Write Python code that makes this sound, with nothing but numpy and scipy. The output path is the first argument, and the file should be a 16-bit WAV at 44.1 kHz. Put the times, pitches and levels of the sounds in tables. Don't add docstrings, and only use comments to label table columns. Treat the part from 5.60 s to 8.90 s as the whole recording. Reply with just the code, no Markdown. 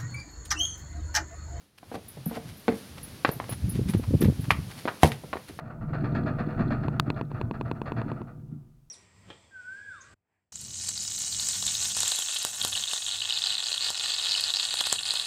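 import sys
import numpy as np
from scipy import signal
from scipy.fft import rfft, irfft, next_fast_len
from scipy.io import wavfile
from scipy.ndimage import uniform_filter1d

SR = 44100
rng = np.random.default_rng(int(sys.argv[2]) if len(sys.argv) > 2 else 0)


def output_pcm(signal):
    pcm = np.clip(np.atleast_2d(signal).T, -1, 1) * 32767
    wavfile.write(sys.argv[1], SR, np.round(pcm).astype(np.int16))


def ratio(d):
    e = np.asarray(d, float) / 20
    return 10 ** e


N = 145530

# start in seconds, level in dB, treble relative to it in dB,
# hold in seconds.
FRAME_JOLTS = [(.0004, -46.5, 0, 0.0033), (0.05, -51, 1, 0.028), (0.098, -44, -1.5, 0.014),
               (0.208, -46.5, -2.5, 0.028), (0.277, -48.5, -0.5, 0.026), (0.33, -36.5, 3.5, 0.022),
               (0.439, -36.5, 4.5, 0.018), (0.546, -35, 7.5, 0.024), (0.659, -34.5, 4, 0.028),
               (0.784, -34, 4.5, 0.022), (.886, -40.5, 2, 0.03), (0.976, -38.5, -3, 0.0081),
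               (0.99, -34.5, 3.5, 0.025), (1.104, -32.5, 4, 0.025), (1.229, -37.5, 3.5, 0.013),
               (1.32, -45, -1, 0.047), (1.458, -44.5, 2, 0.029), (1.559, -41, 4, .03),
               (1.702, -50, 5, 0.011), (1.742, -43.5, 1.5, 0.038), (1.935, -41.5, 2.5, 0.018),
               (2.049, -44, 1.5, 0.036), (2.149, -49, 1, 0.023), (2.256, -38, 4.5, 0.026),
               (2.363, -38.5, 4.5, 0.035), (2.478, -42.5, 2.5, 0.023), (2.559, -49, -3, 0.044),
               (2.67, -50.5, -0.5, 0.024), (2.790, -69, 4, 0.015), (2.911, -68, 0, 0.02)]
# time in seconds,
# bass level in dB, frame level in dB, upper frame level in dB.
DRUMMING = [(0.0, -38.5, -50, -53), (0.26, -45.5, -56.5, -64.5), (0.39, -31.5, -45, -44),
            (0.49, -28.5, -46.5, -45.5), (0.56, -24, -43, -47), (0.85, -36.5, -48, -47),
            (0.96, -28, -45, -45.5), (1.19, -28.5, -46, -45), (1.41, -33.5, -52, -55.5),
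            (1.55, -31.5, -49.5, -55), (1.65, -45.5, -64, -67), (1.81, -34, -47.5, -51),
            (1.95, -37, -59.5, -65), (2.03, -33, -52.5, -59), (2.17, -38, -53.5, -60),
            (2.45, -35, -47, -49.5), (2.56, -35.5, -52, -52.5), (2.7, -44, -60, -69.5),
            (2.85, -46.5, -70.5, -82.5), (3.0, -48.5, -71.5, -86.5), (3.15, -59.5, -81.5, -87),
            (3.3, -69, -84, -98)]
# frequency in Hz, relative level in dB.
FRAME_SPECTRUM = [(220, -9.5), (380, -14.5), (543, 7), (663, 2.5), (850, -5.5), (1050, -3), (1190, 0.5),
                  (1390, 3.5), (1610, -6.5), (1840, -3.5), (2050, -11), (2500, -16.5), (2800, -16),
                  (3150, -27), (3550, -29.5), (3850, -38.5), (4290, -26), (4800, -35.5), (5150, -28),
                  (6000, -62), (7000, -59.5), (8000, -74.5), (11000, -75), (20000, -120)]
FRAME_PITCHES = [430, 489, 553, 604, 672, 721, 765, 1158, 1190, 1251, 1364, 1416, 1504, 1615, 1694, 1755,
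                 1845, 2000, 2105, 2196, 2493, 2690, 3593, 4450]
# relative level in dB, t60 in seconds.
FRAME_RINGING = [(0, 0.28), (4, 0.9), (-1.5, .25), (0, 0.9), (8.5, 0.2), (-4.5, 0.09), (-12.5, 0.1),
                 (-8.5, 0.29), (3.5, 0.6), (6.5, 0.33), (3.5, .2), (-3, 0.11), (0.5, 0.36), (-5.5, 0.13),
                 (3, 0.14), (-11, 0.1), (-4.5, 0.16), (-9, 0.1), (-7.5, 0.11), (-10, 0.097), (-12, 0.22),
                 (-9.5, .1), (-23.5, 0.044), (-13.5, .025)]
TREBLE_SHARES = [0, .45, .6, 1, 1]
# start in seconds, level in dB, hold in seconds,
# lowest modes relative to the level in dB.
CABIN_BOOMS = [(0.054, -39, 0.0056, -6), (0.192, -34, 0.022, 3.5), (0.22, -21.5, 0.014, -10),
               (0.297, -15.5, 0.011, -7), (0.34, -15.5, 0.0054, -4), (0.401, -22, 0.04, -11.5),
               (0.448, -27.5, 0.0069, 0), (0.515, -31, 0.053, -16.5), (0.566, -12, 0.0085, 1),
               (0.627, -22, 0.028, -14), (0.703, -17.5, 0.0085, -8.5), (0.792, -15.5, 0.011, -3),
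               (0.855, -12.5, 0.013, -10.5), (0.977, -20, 0.03, -11), (1.061, -11.5, 0.0099, -2.5),
               (1.108, -15.5, 0.018, -36), (1.168, -36, 0.017, 2), (1.242, -9, 0.0053, -0.5),
               (1.306, -31.5, 0.053, 0.5), (1.367, -30, 0.02, -5), (1.464, -14.5, 0.013, -4),
               (1.511, -44, 0.11, -5), (1.611, -27, 0.02, -16), (1.725, -22, 0.0054, 13),
               (1.82, -18.5, 0.0047, 11), (1.907, -20, 0.0067, 0.5), (2.029, -27.5, 0.019, 1),
               (2.098, -37, 0.021, 11), (2.168, -34, 0.0062, 7), (2.26, -37, 0.0097, 15),
               (2.314, -35, 0.059, 1), (2.364, -22.5, 0.017, 5), (2.448, -19.5, 0.018, -4.5),
               (2.518, -15.5, 0.0064, -21), (2.594, -27.5, 0.017, -4.5), (2.772, -38, 0.0067, 15.5),
               (2.808, -39.5, 0.021, -8), (2.908, -28.5, 0.02, -19.5), (2.946, -31, 0.012, -13)]
CABIN_PITCHES = [80, 118, 168, 222, 245, 290, 348]
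# relative level in dB, t60 in seconds.
CABIN_RINGING = [(2, 0.11), (7.5, 0.068), (-10.5, 0.1), (0.5, 0.12), (-2, 0.13), (-5, 0.1), (-9, 0.14)]
# time in seconds, level in dB.
MAIN_MODE_LEVEL = [(0.0, -43), (0.08, -52), (0.29, -32.5), (0.53, -34.5), (0.88, -37.5), (0.9, -47),
                   (1.04, -27), (1.09, -44), (1.24, -36), (1.26, -30.5), (1.36, -44), (1.41, -38),
                   (1.56, -41), (1.63, -33.5), (1.67, -41.5), (1.83, -42), (1.86, -43.5), (2.15, -45),
                   (2.18, -49), (2.53, -39.5), (2.59, -57), (2.64, -42), (2.68, -51), (2.97, -39.5),
                   (3.01, -56.5), (3.3, -64.5)]
# time in seconds, level in dB.
SWAY_LEVEL = [(0.0, -61.5), (0.25, -45.5), (0.27, -43), (0.87, -49), (1.02, -39.5), (1.47, -52.5),
              (1.59, -45), (1.67, -56), (1.74, -42.5), (2.21, -56), (2.27, -46.5), (3.3, -64.5)]
# start in seconds, strength in dB, treble relative to it in dB,
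# rebound as a share of the first push.
PART_KNOCKS = [(1.2829, 1.5, -1, 0.15), (1.5022, 2, 11, 0.27), (1.612, 0.5, 1.5, 0.17),
               (1.7159, -7, -5.5, 0.12), (1.8133, 0.5, 3, 0.27), (1.911, -0.4, -0.5, 0.23),
               (2.0114, 1, 2.5, 0.24), (2.1139, 1.5, 3.5, 0.27), (2.2166, -1, 1.5, 0.39),
               (2.32, -0.5, 1.5, 0.34), (2.4163, -3, 0.5, 0.34), (2.5169, -2, -2.5, 0.097),
               (2.6167, -8, -6, 0.12)]
# frequency in Hz, level in dB, t60 in seconds,
# sign of the first swing.
PART_LOW_MODES = [(145, -20, .018, -1), (410, -13, .005, 1), (925, -24, .010, 1), (1170, -33, .025, -1)]
# frequency in Hz, level in dB,
# t60 in seconds, sign of the first swing.
PART_HIGH_MODES = [(1466, -27.5, 0.002, 1), (1897, -31.5, 0.0033, -1), (2510, -33, 0.011, 1),
                   (2725, -39, 0.0032, -1), (3530, -51, 0.015, -1), (4130, -39, 0.0069, 1),
                   (4340, -36.5, 0.0036, -1), (4850, -44.5, 0.0023, 1), (6800, -56, 0.0024, 1),
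                   (9030, -60.5, 0.0088, -1)]
# delay in seconds, signed strength (push +, pull -),
# contact time in seconds.
CONTACTS = [(0, 1, .0005), (.00056, -1.1, .0001), (.00078, .8, .00007), (.0017, -.4, .00008)]
# frequency in Hz, level in dB, t60 in seconds, sign of the first swing.
CLICK_BODY = [(155, -11.5, .03, -1), (1240, -11.5, .0095, 1)]
# frequency in Hz, level in dB, sign of the first swing.
CLICK_RINGING = [(2620, -23, -1), (3080, -16, -1), (4000, -21, 1), (4540, -11, 1), (6860, -32.5, 1),
                 (7400, -34, 1), (8180, -31.5, 1), (9630, -16.5, 1), (11800, -25, 1), (12570, -21.5, -1),
                 (15000, -17.5, 1)]
CLICK_DECAY = [.005, .003, .003, .004, .004, .004, .004, .003, .003, .003, .002]
# start in seconds, level in dB, hold in seconds.
FITTING_RATTLES = [(0.405, -62, 0.005), (0.519, -63.5, 0.0078), (0.633, -59, 0.0041), (0.861, -65, 0.0082),
                   (1.075, -58, 0.0075), (1.44, -72, .002), (1.543, -57, 0.0017), (1.649, -64, 0.0021),
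                   (1.702, -71, 0.002), (1.799, -59, 0.0018), (1.839, -78, 0.013), (1.999, -63, .002),
                   (2.103, -63, 0.0015), (2.21, -75, 0.0027)]
# time in seconds, level between 9 and 15 kHz in dB.
HISS_LEVEL = [(0.0, -83), (0.56, -80), (2.51, -80.5), (3.3, -85.5)]


def frame():
    start, db, treble_db, hold = np.array(FRAME_JOLTS).T
    impacts = clatter(rate_hz=4000, spread_db=1.2)
    bands = even(impacts, [250, 550, 1000, 1550, 2200, 3200, 5200, 12000], smooth_s=.03)

    jolts = shaking(start, db, hold, rise_s=.0022, fall_s=.026)
    treble_jolts = shaking(start, db + treble_db, hold, rise_s=.002, fall_s=.019)
    upper_drum = curve(DRUMMING, column=3)
    low = np.hypot(jolts, curve(DRUMMING, column=2))
    mid = np.hypot(jolts, ratio(-3) * upper_drum)
    high = np.hypot(treble_jolts, ratio(1) * upper_drum)

    shaken = sum(bands[:2]) * low
    for part, share in zip(bands[2:], TREBLE_SHARES):
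        shaken = shaken + part * mid ** (1 - share) * high ** share

    modes = tuned(FRAME_PITCHES, FRAME_RINGING)

    def broad_body(x):
        return colour(x, FRAME_SPECTRUM)

    def ringing_body(x):
        return band(ring(x, modes), 430, 4400)

    steady = sum(bands)
    return respond(broad_body, shaken, steady) + ratio(-6) * respond(ringing_body, shaken, steady)


def cabin():
    start, db, hold, low_db = np.array(CABIN_BOOMS).T
    drum = curve(DRUMMING, column=1)
    boom_noise, sway_noise = rng.standard_normal((2, N))
    bands = even(boom_noise, [60, 98, 132, 160, 195, 234, 267, 320, 450], smooth_s=.06)
    modes = tuned(CABIN_PITCHES, CABIN_RINGING)

    def envelope(boom_db, drum_db):
        return np.hypot(shaking(start, boom_db, hold, rise_s=.023, fall_s=.0044), ratio(drum_db) * drum)

    def lowest_body(x):
        return band(ring(x, modes[:2]), 88, 120)

    def upper_body(x):
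        direct = ratio(29.5) * band(x, 160, 320)
        return band(ring(x, modes[2:]) + direct, 150, 339.7, order=3)

    def main_body(x):
        return ring(x, [(146, 0, .12)])

    low_drive, main_drive, upper_drive = sum(bands[:2]), bands[2], sum(bands[3:])
    lowest = respond(lowest_body, low_drive * envelope(db + low_db, -6), low_drive)
    upper = respond(upper_body, upper_drive * envelope(db - 3, -6.5), upper_drive)
    main = respond(main_body, main_drive * curve(MAIN_MODE_LEVEL), main_drive)
    sway = curve(SWAY_LEVEL) * unit(band(sway_noise, 17, 58, order=3))
    return lowest + upper + main + sway


def loose_part():
    rebound_s, push_s = .00155, .00022
    chatter_s, chatter_share = .004, .088
    scatter_db, detune = 1.6, .012
    dull = np.zeros(N)
    for start, db, _, rebound in PART_KNOCKS:
        dull += ratio(db) * (blow(start, push_s) - rebound * blow(start + rebound_s, push_s))
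    out = ring(dull, PART_LOW_MODES)

    chances = rng.uniform(-.86, 1, (len(PART_KNOCKS), 24))
    for (start, db, treble_db, rebound), chance in zip(PART_KNOCKS, chances):
        chatter = 0
        for k, c in enumerate(chance[:3]):
            late = 2 * rebound_s + abs(c) * chatter_s / 2 + k * chatter_s / 4
            chatter = chatter + np.sign(c) * blow(start + late, .00012) / (k + 1)
        pushes = blow(start, .00008) - rebound * blow(start + rebound_s, push_s)
        bright = ratio(db + treble_db) * (pushes + chatter_share * chatter)

        modes = []
        for (hz, mode_db, t60, swing), a, b in zip(PART_HIGH_MODES, chance[3:], chance[13:]):
            modes.append((hz * (1 + detune * a), mode_db + scatter_db * b, t60, swing))
        span = slice(int(start * SR), int((start + .05) * SR))
        out[span] += ring(bright[span], modes)
    return out + click()


def click():
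    start = 1.3976
    contacts = sum(size * blow(start + late, push_s) for late, size, push_s in CONTACTS)
    bright = [(hz, db, t60, swing) for (hz, db, swing), t60 in zip(CLICK_RINGING, CLICK_DECAY)]
    return ring(contacts, list(CLICK_BODY) + bright)


def fittings():
    start, db, hold = np.array(FITTING_RATTLES).T
    impacts = clatter(rate_hz=9000, spread_db=2.5)
    # Hz, dB, t60 in seconds, sign of the first swing
    modes = [(3000, -15.5, .0047, 1), (3450, .5, .012, -1), (4120, 2.5, .015, 1), (4540, .5, .0061, -1)]

    def body(x):
        return band(ring(x, modes), 1500, 6400, order=4)

    return respond(body, impacts * shaking(start, db, hold, rise_s=.001, fall_s=.003), impacts)


def microphone_hiss():
    tint = [(20, 1.5), (1000, 6.5), (4000, 3), (10000, 2.5), (16000, 1.5)]  # Hz, dB
    hiss = colour(rng.standard_normal(N), tint)
    hiss = hiss / np.std(band(hiss, 9000, 15000, order=4))
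    return curve(HISS_LEVEL) * hiss


def clatter(rate_hz, spread_db):
    struck = rng.random(N) < rate_hz / SR
    sizes = rng.standard_normal(N) * ratio(spread_db * rng.exponential(size=N))
    return unit(unit(struck * sizes) + .5 * rng.standard_normal(N))


def even(x, edges_hz, smooth_s):
    size = int(smooth_s * SR)
    parts = []
    for lo_hz, hi_hz in zip(edges_hz, edges_hz[1:]):
        part = band(x, lo_hz, hi_hz)
        strength = np.sqrt(uniform_filter1d(part ** 2, size, mode="mirror") + 1e-18)
        parts.append(part * np.std(part) / strength)
    return parts


def blow(start, push_s):
    phase = (np.arange(N) / SR - start) / push_s
    push = np.sin(np.pi * np.clip(phase, 0, 1))
    return push / push.sum()


def shaking(starts, dbs, holds, rise_s, fall_s):
    t, power = np.arange(N) / SR, np.zeros(N)
    for start, db, hold in zip(starts, dbs, holds):
        span = slice(int(start * SR), int((start + .3) * SR))
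        since = t[span] - start
        rise = 1 - np.exp(-np.maximum(since, 0) / rise_s)
        fall = np.exp(-np.maximum(since - max(hold, 0), 0) / fall_s)
        power[span] += (ratio(db) * rise * fall) ** 2
    return np.sqrt(power)


def ring(x, modes):
    out = 0
    for hz, db, t60, *swing in modes:
        r = np.exp(-np.log(1000) / (max(t60, 1e-3) * SR))
        w = 2 * np.pi * hz / SR
        gain = np.sign(swing[0] if swing else 1) * ratio(db)
        out = out + gain * signal.lfilter([0, r * np.sin(w)], [1, -2 * r * np.cos(w), r * r], x)
    return out


def tuned(pitches, ringing):
    return [(hz, *mode) for hz, mode in zip(pitches, ringing)]


def respond(body, shaken, steady):
    return body(shaken) / np.sqrt(np.mean(body(steady) ** 2))


def colour(x, points):
    corners, size = np.array(points, float), next_fast_len(N + SR // 10)
    hz = np.maximum(np.arange(size // 2 + 1) * SR / size, 1)
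    gain = ratio(np.interp(np.log(hz), np.log(corners[:, 0]), corners[:, 1]))
    return irfft(rfft(x, size) * gain, size)[:N]


def band(x, lo_hz, hi_hz, order=2):
    return signal.sosfilt(signal.butter(order, [lo_hz, hi_hz], "band", fs=SR, output="sos"), x)


def curve(table, column=1):
    rows = np.array(table, float)
    return ratio(np.interp(np.arange(N) / SR, rows[:, 0], rows[:, column]))


def unit(x):
    return x / np.sqrt(np.mean(x ** 2))


def scene():
    return (frame() + cabin() + loose_part() + fittings())[None]


def band_limit(x):
    return signal.sosfilt(signal.butter(12, 16750, fs=SR, output="sos"), x)


def record(dry):
    ceiling = .4
    rounded = dry / (1 + (dry / ceiling) ** 4) ** .25
    mix = rounded + microphone_hiss()
    return band_limit(mix)


dry = scene()
out = record(dry)
output_pcm(out)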